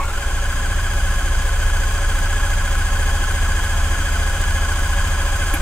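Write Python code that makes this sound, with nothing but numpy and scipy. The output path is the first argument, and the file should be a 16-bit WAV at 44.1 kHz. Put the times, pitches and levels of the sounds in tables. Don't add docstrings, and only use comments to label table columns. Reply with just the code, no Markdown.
import sys
import numpy as np
from scipy import signal
from scipy.fft import rfft, irfft, next_fast_len
from scipy.io import wavfile
from scipy.ndimage import uniform_filter1d

SR = 44100
rng = np.random.default_rng(int(sys.argv[2]) if len(sys.argv) > 2 else 0)


def linear_from_db(decibels):
    return 10 ** (np.asarray(decibels, float) / 20)


def wrap_up_sound(samples):
    columns = np.atleast_2d(samples).T
    tamed = np.clip(columns, -1, 1)
    steps = np.round(tamed * 32767).astype(np.int16)
    wavfile.write(sys.argv[1], SR, steps)


N = 247442
T = np.arange(N) / SR
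SWITCH_OFF_S = 5.5375

# share of the stroke, tooth rate in Hz,
# tooth load in dB, hiss in dB.
STROKE_CYCLE = [(.07, 1500, 2, 4), (.18, 1492, 3.5, -1.5), (.26, 1599, -6, 1.5), (.42, 1663, -10.5, -1.5),
                (.55, 1664, 0, 1.5), (.68, 1660, 1.5, 2), (.82, 1635, 2, 1.5), (.95, 1562, 4, -2)]
# order in cycles per stroke, sign, level at rest in dB rms, time built up in seconds,
# level then in dB rms, level at the end in dB rms.
THUMP_ORDERS = [(2, 1, -23.5, 1.62, -18.5, -22), (3, 1, -38, .8, -27, -25.5), (4, 1, -29, 1.35, -27, -52),
                (5, 1, -32.5, 1.05, -26, -25), (6, -1, -38.5, 3.9, -29.5, -29)]
# cycles per stroke, level in dB rms.
WEAK_TONES = [(1, -66), (1.29, -32.5), (6.59, -39), (6.8, -45), (7, -44.5), (7.25, -51), (8, -46.5),
              (8.25, -69), (9, -50.5), (10, -74), (11, -49.5), (12, -48), (13, -54)]
# multiple of the tooth rate, level in dB.
TOOTH_OVERTONES = [(1, 2), (2, -12.5), (3, -21), (4, -26.5), (5, -16), (6, -19.5)]
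# multiple of the tooth rate, level in dB.
SHAFT_TONES = [(1 / 3, -17.5), (.5, -20.5), (2 / 3, -11), (4 / 3, -18), (1.5, -17.5)]
# pitch in Hz, width in Hz, level in dB, shakes per stroke,
# share of the stroke at the shake, depth in dB.
HOUSING_RINGS = [(1500, 47, -7, 1, 0.23, 3.8), (1659, 47, -5, 1, 0.2, 5.7), (1698, 41, -3, 2, 0.15, 2.8),
                 (3032, 170, -8.5, 2, 0.22, 2.4), (3252, 130, -7.5, 2, 0.33, 1.5),
                 (4915, 150, -10.5, 2, 0.61, 1.5), (6200, 340, -8, 2, 0.9, 0.77),
                 (6653, 73, -10, 1, 0.69, 4.7), (7400, 130, -13, 1, .98, 2), (8410, 130, -13, 1, 0.85, 3.2),
                 (9660, 200, -12.5, 1, .02, 1), (10460, 260, -15.5, 1, 0.028, 4.8)]
# pitch in Hz, width in Hz, level in dB, shakes per stroke,
# share of the stroke at the shake, depth in dB.
PANEL_RINGS = [(172.3, 22, -6.5, 1, 0.57, 3), (264.4, 34, -10, 1, 0.22, 1.5), (350.6, 30, -10, 1, 0.58, 1),
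               (430, 23.4, -10.5, 1, 0.68, 3), (566.3, 40, -3, 1, 0.67, 5), (685.5, 18, -9.5, 1, 0.56, -2),
               (800.3, 94, -3, 1, 0.82, 3.5), (1052, 81, -1, 2, 0.11, 5), (1332, 40, -7, 1, 0.27, 8.5),
               (2086, 41, -12.5, 1, 0.89, 7.5), (2160, 30, -12, 1, 0.81, 1), (2400, 75, -10.5, 1, 0.99, 4),
               (2566, 38, -14, 1, 0.94, 7)]
# frequency in Hz, level in dB per Hz.
AIR_COLOUR = [(100, -21), (133, -22.5), (308, -28.5), (553, -32), (940, -25.5), (1640, -25.5),
              (1890, -30.5), (3210, -33.5), (4200, -40), (5450, -41.5), (7410, -34), (11200, -45.5),
              (15750, -47.5), (15950, -90)]
# start in seconds, pitch in Hz, level in dB,
# time to fall 60 dB in seconds.
JOLT_RINGS = [(.02, 57, -25, 1), (0.041, 80, -19.5, 0.93), (-.01, 1120, -21, 0.18), (0, 900, -35, 0.36),
              (0, 2200, -28, 0.24), (.06, 7240, -32, 0.47), (.25, 105, -33, 0.48)]
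# pitch in Hz, width in Hz, level in dB,
# time to fall 60 dB in seconds.
SWITCH_RINGS = [(299.6, 68, -24, 0.09), (2350, 610, -21, 0.11), (8980, 900, -29, 0.049),
                (10100, 680, -24, .09), (12240, 1800, -23, 0.087), (14500, 1510, -31, .05)]
# frequency in Hz, side minus mid in dB.
SIDE_COLOUR = [(60, -39), (110, -82), (200, -24), (380, -19), (700, -17), (1290, -11.5), (2380, -2),
               (4400, 2.5), (8120, -2), (15000, 0.5)]


def strokes():
    rate = 14.083 + .6641 * np.exp(-T / 1.97)
    rate -= 5.0889 / (1 + np.exp((T - .2656) / .0644))
    return .7292 + np.cumsum(rate) / SR


def thump(angle):
    turn = 2 * np.pi * (angle - .5)
    mounts = .45
    cabin = .017 * angle - .75
    cylinders = np.cos(turn / 4 + 2.9)
    propeller = np.cos(turn / 5.0 + 1.44)
    out = np.zeros(N)
    for order, db in WEAK_TONES:
        out += linear_from_db(db) * np.cos(order * turn + rng.uniform(0, 2 * np.pi))
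    for order, sign, rest_db, built_s, built_db, end_db in THUMP_ORDERS:
        db = np.interp(T, [0, built_s, T[-1]], [rest_db, built_db, end_db]) - coast()
        uneven = linear_from_db(-52.5) * (0.82 * cylinders + 2.5 * propeller) + linear_from_db(-39) * wander(hz=9)
        phase = order * turn - mounts * (order % 2) - cabin * (order > 3)
        out += ((sign * linear_from_db(db) + uneven) * np.exp(1j * phase)).real
    return np.sqrt(2) * out


def gears(angle, shift):
    late_angle = angle - np.interp(T, [.1, .3], [.62, 0])
    speed = 1 - .29 * np.exp(-T / .085) - 0.052 * coast()
    teeth = 2 * np.pi * np.cumsum(through_stroke(late_angle, column=1) * speed) / SR
    load_db = through_stroke(late_angle, column=2)
    load_db += 0.26 * np.cos(2 * np.pi * angle / 4 + 0.62)
    pinion = 1 + 0.21 * np.cos(teeth / 12.4) + 0.18 * np.cos(teeth / 8.6) + 0.21 * np.cos(teeth / 28)
    wear = 1 + .45 * wander(hz=150)
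    whine = np.zeros(N)
    for k, db in TOOTH_OVERTONES:
        strength = linear_from_db(db + load_db * k ** 0.11) * speed ** (1.4 * (k - 1))
        whine += strength * (wear * np.exp(1j * (k * teeth + shift))).real
    shaft = sum(linear_from_db(db) * np.cos(k * teeth + shift) for k, db in SHAFT_TONES)
    housing = linear_from_db(-3.5) * speed ** 8 * shaken(HOUSING_RINGS, late_angle)
    level_db = load(first_db=-32, gain_db=3, bite_db=8, coast_db=-3) - 1.5
    return linear_from_db(level_db) * (evened(whine * pinion) + shaft * wear.real + housing)


def panels(angle):
    level_db = load(first_db=-35, gain_db=3, bite_db=9.5, coast_db=-0.5) - 1.0
    return linear_from_db(level_db) * shaken(PANEL_RINGS, angle)


def hiss(angle):
    swell = linear_from_db(0.81 * through_stroke(angle, column=3) + 0.24 * np.cos(2 * np.pi * angle / 4 + 1.0))
    tick_now = rng.random(N) < 120 * swell ** 2 / SR
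    ticks = tick_now * linear_from_db(3.4 * np.minimum(rng.exponential(1, N), 4))
    tick_fade = signal.lfilter([1], [1, -np.exp(-1 / (0.0047 * SR))], ticks)
    highpass = signal.butter(2, 5000, "high", fs=SR, output="sos")
    bright = signal.sosfilt(highpass, rng.standard_normal(N))
    air = evened(colour(swell * rng.standard_normal(N) + 0.33 * tick_fade * bright, AIR_COLOUR))
    return linear_from_db(load(first_db=-39, gain_db=2.5, bite_db=-1, coast_db=-1) + 6) * air


def jolt():
    out = np.zeros(N)
    for start_s, hz, db, t60 in JOLT_RINGS:
        rise = np.clip((T - start_s) / 0.019, 0, 1)
        rough = 1 + .4 * wander(hz=hz / 8).real
        out += linear_from_db(db - 60 * T / t60) * rise * np.sin(2 * np.pi * hz * T) * rough
    return out


def switch():
    t = np.maximum(T - SWITCH_OFF_S, 0)
    ring = np.zeros(N)
    for hz, width, db, t60 in SWITCH_RINGS:
        steady = (width < hz / 4) * (hz < SR / 100)
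        tone = (steady + 0.84 * wander(hz=width)) * np.exp(2j * np.pi * hz * t)
        ring += linear_from_db(db - 60 * t / t60) * tone.real
    return ring * np.minimum(t / .002, 1)


def coast():
    return np.clip((T - SWITCH_OFF_S) / .07, 0, 1)


def load(first_db, gain_db, bite_db, coast_db):
    growth = gain_db * (1 - np.exp(-T / 2.16))
    return first_db + growth + bite_db * np.exp(-T / 0.022) + coast_db * coast()


def through_stroke(angle, column):
    rows = np.array(STROKE_CYCLE)
    return uniform_filter1d(np.interp(angle % 1, rows[:, 0], rows[:, column], period=1), size=161)


def shaken(rings, angle):
    out = np.zeros(N)
    for hz, width, db, per_stroke, at, depth in rings:
        ring = wander(hz=width)
        ring = ring / (abs(ring) + .1) ** .25
        shake_db = depth * np.cos(2 * np.pi * per_stroke * (angle - at))
        out += linear_from_db(db + shake_db) * (ring * np.exp(2j * np.pi * hz * T)).real
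    return evened(out)


def wander(hz):
    step = 8
    r = np.exp(-np.pi * hz * step / SR)
    noise = rng.standard_normal(2 * (N // step + 2)).view(complex)
    z = signal.lfilter([1], [1, -2 * r, r * r], noise)
    return np.interp(np.arange(N) / step, np.arange(len(z)), z / np.sqrt(np.mean(abs(z) ** 2)))


def evened(x):
    return x / np.sqrt(np.mean(x ** 2) + 1e-20)


def colour(x, points):
    hz, db = np.transpose(points)
    size = next_fast_len(N)
    f = np.fft.rfftfreq(size, 1 / SR)
    gain = linear_from_db(np.interp(np.log(f + 1), np.log(hz + 1), db))
    return irfft(rfft(x, size) * gain, size)[:N]


def hangar(x, wet_db):
    at = np.arange(200, SR // 2, 22)
    at = at + rng.integers(0, 22, len(at))
    tail = np.zeros(SR // 2 + 22)
    tail[at] = rng.choice([-1., 1.], len(at)) * linear_from_db(-60 * at / SR / 0.37)
    tail *= linear_from_db(wet_db) / np.linalg.norm(tail)
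    tail[0] = 1
    return signal.oaconvolve(x, tail / np.linalg.norm(tail))[:N]


def scene():
    angle = strokes()
    bass = thump(angle) + jolt()
    machine = gears(angle, shift=0) + panels(angle) + hiss(angle)
    mid = bass + hangar(machine, wet_db=-11) + switch()
    other_machine = gears(angle, shift=np.pi / 2) + panels(angle) + hiss(angle)
    other = hangar(other_machine, wet_db=-19) + switch()
    late = signal.hilbert(mid, next_fast_len(N))[:N].imag
    side = colour(-0.3 * late + 0.87 * other, SIDE_COLOUR)
    return np.array([mid + side, mid - side])


def band_limit(x):
    return signal.sosfilt(signal.butter(12, 15890, fs=SR, output="sos"), x)


def record(dry):
    return band_limit(dry)


dry = scene()
out = record(dry)
wrap_up_sound(out)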